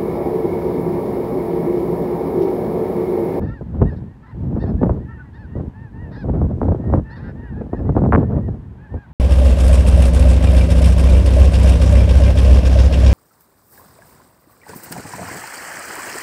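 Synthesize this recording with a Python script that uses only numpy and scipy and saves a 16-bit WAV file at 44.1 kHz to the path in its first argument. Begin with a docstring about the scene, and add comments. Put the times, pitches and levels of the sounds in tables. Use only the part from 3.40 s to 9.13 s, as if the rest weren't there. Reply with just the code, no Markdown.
"""Geese pass high overhead while gusty wind buffets a single microphone.
From the start there is a low wind rumble with fluttering turbulence and faint hiss; far birds blur into a murmur.
Almost at once short arched honks begin and overlap, built from overtones and breath noise.
Some are hoarse, some drop to a low buzzing grunt.
From about 0.2 s eddies pop with a falling pitch, most strongly near 4.7 s."""
import sys
import numpy as np
from scipy import signal
from scipy.fft import rfft, irfft, next_fast_len
from scipy.io import wavfile
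from scipy.ndimage import uniform_filter1d, minimum_filter1d, map_coordinates

SR = 44100
rng = np.random.default_rng(int(sys.argv[2]) if len(sys.argv) > 2 else 0)


def wav_record(signal):
    """Record a signal, one row per channel, as 16-bit PCM in the file named by sys.argv[1]."""
    frames = np.transpose(np.atleast_2d(signal))
    bounded = np.clip(frames, -1, 1)
    # unit amplitude maps onto the largest positive 16-bit level
    quanta = np.round(bounded * 32767).astype(np.int16)
    wavfile.write(sys.argv[1], SR, quanta)


N = 252693


def amp(db):
    """Turn decibels into an amplitude factor."""
    return 10 ** (np.asarray(db) / 20)


def unit(x):
    """Scale a sound to an average strength (rms) of 1."""
    return x / np.sqrt(np.mean(x ** 2) + 1e-20)


def along(points, hz):
    """Read a (f/Hz, level/dB) curve on a log frequency axis; outside it the level is -120 dB."""
    f, level_db = np.transpose(points)
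    return np.interp(np.log(hz + 1), np.log(f + 1), level_db, left=-120, right=-120)


def wobble(rate, size=N):
    """A smooth random curve with the given number of random knots a second."""
    knots = rng.standard_normal(int(size * rate / SR) + 4)
    return map_coordinates(knots, [np.arange(size) * rate / SR])


def filtered(x, response):
    """Multiply the spectrum of x by a response that depends on frequency."""
    m = next_fast_len(len(x) + 8192)
    hz = np.fft.rfftfreq(m, 1 / SR)
    return irfft(rfft(x, m) * response(hz), m)[:len(x)]


def noise(spectrum, size=N):
    """Random hiss shaped by a spectrum, with rms 1."""
    white = rng.standard_normal(size)
    return unit(filtered(white, lambda hz: amp(along(spectrum, hz))))


def gusts():
    """Wind strength rises and falls in straight lines in dB between the listed moments."""
    # how hard the wind presses on the microphone: t/s, relative level/dB
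    gust_points = [(0.0, -18.5), (0.05, -22), (0.17, -35), (0.44, -18.5), (0.859, -38.5), (1.019, -20.5),
                   (1.531, -18), (1.759, -35), (2.121, -35.5), (2.17, -21.5), (2.292, -24), (2.32, -39.5),
                   (2.55, -32.5), (2.891, -23.5), (3.25, -17.5), (3.43, -21), (3.558, -14.5), (3.67, -29),
                   (4.039, -27.5), (4.08, -33.5), (4.2, -27), (4.79, -12), (4.86, -20), (4.99, -18),
                   (5.3, -33.5), (5.46, -38.5), (5.55, -24), (5.63, -44), (5.73, -41.5)]
    s, db = np.transpose(gust_points)
    return np.interp(np.arange(N) / SR, s, db)


def wind_rumble(gust_db, puff, shared):
    """Low noise follows the gusts, with random lumps, and swells with each burst of eddies."""
    # tone of the rumble: f/Hz, relative level/dB per Hz
    rumble_tone = [(15, -45.5), (30, -21.5), (50, -2.5), (80, 1), (140, -4), (220, -10), (500, -33)]
    shove_db, shove_s = -6.5, 0.018
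    lumps = amp(1.5 * wobble(14) + 2 * shared)
    rumble = unit(lumps * noise(rumble_tone))
    shove = amp(shove_db) * np.abs(uniform_filter1d(puff, int(shove_s * SR)))
    return (amp(gust_db - 0.5) + shove) * rumble


def wind_hiss(gust_db, puff):
    """A steady faint noise, plus more of it when the wind pushes harder."""
    # tone of the hiss: f/Hz, relative level/dB per Hz
    hiss_tone = [(1000, -0.5), (4000, 1), (8000, -3.5), (16000, -12)]
    push = uniform_filter1d(amp(gust_db) + puff, SR // 20)
    return (amp(-77.0) + amp(-60.5) * push) * noise(hiss_tone)


def churn(strength, lumps_db):
    """Turbulent noise of a given strength; the capsule dulls it however sudden it is."""
    # tone of the turbulence: f/Hz, relative level/dB per Hz
    flutter_tone = [(100, -17), (220, -0.5), (400, -6.5), (800, -19.5), (1400, -33.5), (3000, -59.5),
                    (5000, -70.5)]

    def colour(hz):
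        return amp(along(flutter_tone, hz))

    white = unit(amp(lumps_db) * rng.standard_normal(N))
    return filtered(strength * white, colour) / np.std(filtered(white, colour))


def eddies(s, db, start_hz, phase):
    """Each eddy is a brief pressure wave whose pitch slides down as it spreads over the capsule."""
    t = np.arange(SR // 30) / SR
    slide_s, low_hz, life_s = .0024, 170, .0045
    start_hz = start_hz[:, None]
    turns = low_hz * t + (start_hz - low_hz) * slide_s * (1 - np.exp(-t / slide_s))
    shape = (1 - np.exp(-t * start_hz / 1.8)) ** 2 * np.exp(-t / life_s)  # high ones rise faster
    shape = shape / shape.max(axis=1, keepdims=True)
    waves = amp(db)[:, None] * shape * np.sin(2 * np.pi * (turns + phase[:, None]))
    at = np.round(s * SR).astype(int)[:, None] + np.arange(len(t))
    return np.bincount(at.ravel(), waves.ravel(), N + SR)[:N]  # add all the waves in place


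def wind_flutter(gust_db, shared):
    """Turbulence and 800 small eddies grow faster than the rumble, so strong gusts are brighter."""
    lumps = churn(np.ones(N), 4.2 * wobble(40) + 5 * shared)
    when, size, pitch, phase = rng.random((800, 4)).T
    small_db = -4 * np.log(size + 0.022)  # a few are much stronger than the rest
    small = unit(eddies(when * N / SR, small_db, 400 * np.exp(1.1 * pitch), phase))
    return amp(-33 + 1.333 * (gust_db + 22.0)) * (lumps + amp(-1.5) * small)


def far_murmur():
    """Far birds blur together into shaped noise whose level slowly wanders."""
    # tone of the murmur: f/Hz, relative level/dB per Hz
    murmur_tone = [(500, -14.5), (900, 0.5), (1250, -11.5), (1750, -9.5), (2200, -18.5), (3000, -22.5),
                   (5000, -36)]
    return amp(-57.0 + 0.85 * wobble(3.99)) * noise(murmur_tone)


def honk(length, top_hz, place, bright_db, hoarse):
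    """A stack of overtones on an arched pitch, with breath noise; hoarse birds waver and rasp."""
    # how the throat passes each pitch: f/Hz, level/dB
    throat = [(450, -20), (900, -4), (1350, 2), (1800, 1.5), (2200, -9.5), (2500, -22.5), (2800, -19),
              (3400, -31)]
    # what a bird facing down adds: f/Hz, level/dB
    bill = [(2800, -28.5), (3600, 1.5), (4600, -0.5), (5300, -6), (6200, -22.5)]
    register_hz = 600  # calls above this are high, the others low grunts
    pointed = 1.5  # power of the arch's flanks: 2 is round, 1 is straight
    rise_sag, fall_sag, low_sag = 0.092, 0.21, 0.053  # share of the top pitch lost along a full flank
    scoop, scoop_s = 0.06, 0.007  # a high call slides up into its arch: share of pitch, time constant
    effort_db = 2  # how much weaker a call is at the far end of its arch than at the top

    n = int(length * SR)
    u = np.linspace(-1, 1, n)  # runs from the start of the call to its end
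    hoarse = np.clip(hoarse, 0, 1)
    high = top_hz > register_hz

    # pitch
    top = 2 * np.clip(place, 0, 1) - 1
    away = np.abs((u - top) / (1 + abs(top))) ** pointed  # distance from the top of the arch
    sag = np.where(u < top, rise_sag, fall_sag) if high else low_sag
    arch = top_hz * (1 - away * sag)
    arch = arch * (1 - high * scoop * np.exp(-np.arange(n) / (scoop_s * SR)))
    pitch = arch * (1 + .011 * wobble(30, size=n) + .045 * hoarse * wobble(200, size=n))

    # overtones come and go, the upper ones most
    k = np.arange(1, 6000 // top_hz + 2)[:, None]
    hz = k * pitch
    flicker = amp([wobble(25, size=n) for _ in k])
    # low grunts bring out only a few overtones
    uneven = (1.5 + 3 * hoarse) * np.sqrt(max(1, register_hz / top_hz))
    throat_gain = amp(along(throat, hz)) * flicker ** uneven
    bill_gain = amp(bright_db + along(bill, hz)) * flicker ** 3
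    turns = np.cumsum(hz, axis=1) / SR + rng.random(k.shape)
    voice = np.sum((throat_gain + bill_gain) * np.sin(2 * np.pi * turns), axis=0)

    # noise in the voice, then the rise and fall of the whole call
    swell = np.clip(1 - u ** 4, 0, 1)
    breath = (0.11 + 1.4 * hoarse) * noise(throat, size=n)
    rasp = (0.3 + 3 * hoarse) * amp(bright_db) * noise(bill, size=n)
    rasp = rasp * np.sqrt(swell) * amp(2.2 * wobble(66, size=n))
    return swell * amp(-effort_db * away) * (np.sqrt(2) * voice + breath + rasp)


def near_geese():
    """Clear honks placed in time, each followed by a little scattered sound that dies away quickly."""
    # calls, the length stretched below: t/s, length/s, top pitch f/Hz, place of the top in the call/0-1,
    # relative level/dB, brightness/dB, hoarseness/0-1
    calls = [(0.009, 0.057, 931, 1, -53, -24, 0.28), (0.06, 0.045, 887, 0.91, -50.5, -25.5, 0.33),
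             (0.091, 0.05116, 454.4, 0.78, -51, -29, 0.07), (0.119, 0.083, 934, .25, -52, -29, 0.02),
             (0.451, .064, 957, .55, -49, -27, 0.1), (0.497, 0.054, 860, 0.6, -53, -22, 0),
             (0.559, 0.032, 910, 0.09, -63, -12, 0.48), (0.658, 0.11, 955, 0.58, -65.5, -40, 0.06),
             (0.828, 0.039, 444, 0.4, -58, -32, 0.25), (0.859, 0.077, 1027, 0.5, -54.5, -29, 0.55),
             (1.196, 0.052, 947, 0.9, -52, -18, 0.54), (1.245, 0.07, 866, 0.6, -53.5, -18.5, 0.35),
             (1.376, 0.082, 907.4, 0.88, -56, -34, 0), (1.594, 0.072, 970, 0.7, -59, -35, 0),
             (1.685, .055, 450, .5, -53.5, -41, 0), (1.651, 0.15, 932, 0.58, -54.5, -44.5, 0.17),
             (1.771, 0.054, 301.1, 0.49, -59, -35, 0.42), (1.824, 0.075, 284.2, 0.08, -61.5, -40, 0.4),
             (1.933, 0.054, 937, 0.65, -56, -21, 0.35), (1.972, 0.092, 864, 0.5, -52.5, -26, 0.03),
             (2.061, 0.13, 951, 0.7, -58, -36, 0.3), (2.34, 0.15, 897, 0.55, -52.5, -35, 0.02),
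             (2.533, .16, 950, 0.58, -52, -38, 0.11), (2.714, 0.06, 945, 0.85, -53, -17, 0.8),
             (2.756, 0.081, 868.5, 0.51, -48, -17.5, 0.13), (3.399, 0.2, 959, 0.6, -57.5, -38, 0.25),
             (3.65, .12, 955, 1, -49, -39, 0.23), (3.701, 0.045, 905, 1, -49, -15, 0.1),
             (3.752, 0.04, 939.5, 0.1, -51, -18, 0.13), (3.756, .045, 1137, 0.4, -52, -20, 0.6),
             (3.789, .03, 875, 0.9, -47.5, -29, 0.1), (3.826, 0.083, 810.5, 0.6, -53.5, -34, 0.47),
             (3.797, .12, 177.2, .55, -57.5, -22, 0.2), (3.962, 0.175, 955.4, 0.6, -52.5, -33, 0.08),
             (4.025, 0.078, 898, 0.04, -52.5, -43, 0.11), (4.13, 0.1, 853.3, 0.6, -54, -36, 0.2),
             (4.336, 0.078, 858, 0.7, -55, -27, 0.28), (4.306, 0.1, 948, 0.5, -56.5, -35.5, 0.15),
             (4.454, 0.1, 1027, 0.6, -59, -35.5, 0.2), (4.782, .11, 915, 0.9, -60.5, -35.5, 0.08),
             (4.915, 0.072, 957, 0.7, -63.5, -34, 0.03), (5.003, 0.11, 960, 0.42, -60.5, -38, 0),
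             (5.384, .1, 859, 0.6, -54, -43, 0.17), (5.486, 0.11, 924, 0.54, -59.5, -38, 0),
             (5.557, 0.11, 834.3, 0.51, -56, -28, 0)]
    near = np.zeros(N + SR)
    for s, length, top_hz, place, db, bright_db, hoarse in calls:
        call = honk(length * 1.16, top_hz, place, bright_db, hoarse)
        start = round((s - length * .08) * SR)  # the stretch is shared by both ends
        near[start:][:len(call)] += amp(db) * call
    t = np.arange(SR // 4) / SR
    scatter = rng.standard_normal(len(t)) * amp(-60 * t / 0.029)  # falls 60 dB in 29 ms
    echo = signal.fftconvolve(near, scatter / np.linalg.norm(scatter))[:N]
    return near[:N] + amp(-8.0) * echo


def bursts():
    """Each burst is one eddy with weaker ones behind it, in a puff of turbulence; strong ones start higher."""
    # bursts of eddies: t/s, level of the leading eddy before a 0.5 dB lift/dB
    pop_points = [(0.21, -22.5), (0.416, -12), (0.517, -26), (1.238, -18.5), (1.414, -17.5), (1.431, -13),
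                  (1.457, -17.5), (1.494, -12.5), (2.153, -22.5), (2.197, -23), (2.843, -20.5),
                  (2.885, -19), (2.936, -19), (3.015, -15.5), (3.051, -21.5), (3.215, -11.5), (3.229, -17),
                  (3.252, -19), (3.283, -19), (3.319, -15.5), (3.346, -17), (3.499, -19.5), (3.526, -16),
                  (3.537, -10), (3.574, -18), (4.209, -25), (4.33, -18), (4.492, -14.5), (4.551, -18),
                  (4.565, -12), (4.576, -14), (4.618, -16), (4.638, -14), (4.661, -14), (4.723, -5),
                  (4.731, -3.5), (4.739, -8), (4.749, -2.5), (4.777, -14.5), (4.829, -17), (5.079, -24),
                  (5.54, -23.5)]
    s, db = np.array(pop_points).T[:, :, None]
    late, size, pitch, phase = rng.random((len(s), 4, 3)).transpose(1, 0, 2)
    late[:, 0], size[:, 0], pitch[:, 0] = 0, -.5, .7  # the leading eddy of each three
    start_hz = 1000 * amp(0.409 * (db + 19.5)) * np.exp(.6 * (pitch - .6))
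    settings = (s + .016 * late, db - 4.5 - 10 * size, start_hz, phase)
    train = eddies(*(v.ravel() for v in settings))

    # every burst starts a puff that rises to its peak in 6.1 ms and dies away
    kicks = np.bincount(np.round(s[:, 0] * SR).astype(int), amp(db[:, 0]), N)
    u = np.arange(SR // 10) / SR / 0.0061
    puff = np.abs(signal.fftconvolve(kicks, u * np.exp(1 - u))[:N])
    return train + amp(-3.5) * churn(puff, 5.9 * wobble(120)), puff


def scene():
    """Wind and geese add up at one microphone; the layers of wind share their gusts and puffs."""
    gust_db = gusts()
    shared = wobble(16)  # lumps common to rumble and flutter
    pops, puff = bursts()
    wind = wind_rumble(gust_db, puff, shared) + wind_hiss(gust_db, puff)
    wind = wind + wind_flutter(gust_db, shared) + pops
    geese = far_murmur() + near_geese()
    return (wind + geese)[None]


def record(dry):
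    """A limiter turns the strongest peaks down smoothly; nothing is kept above the band limit."""
    top_hz = 15760
    span = SR // 50  # the limiter looks over 20 ms
    need = np.minimum(1, .9 / (np.abs(dry[0]) + 1e-9))
    gain = uniform_filter1d(minimum_filter1d(need, span), span)
    fade_in = np.minimum(1, np.arange(N) / (.004 * SR))  # 4 ms
    held = np.pad(gain * dry[0] * fade_in, span, "reflect")  # padding keeps the filter clean at the ends
    return filtered(held, lambda hz: hz < top_hz)[None, span:-span]


dry = scene()
out = record(dry)
wav_record(out)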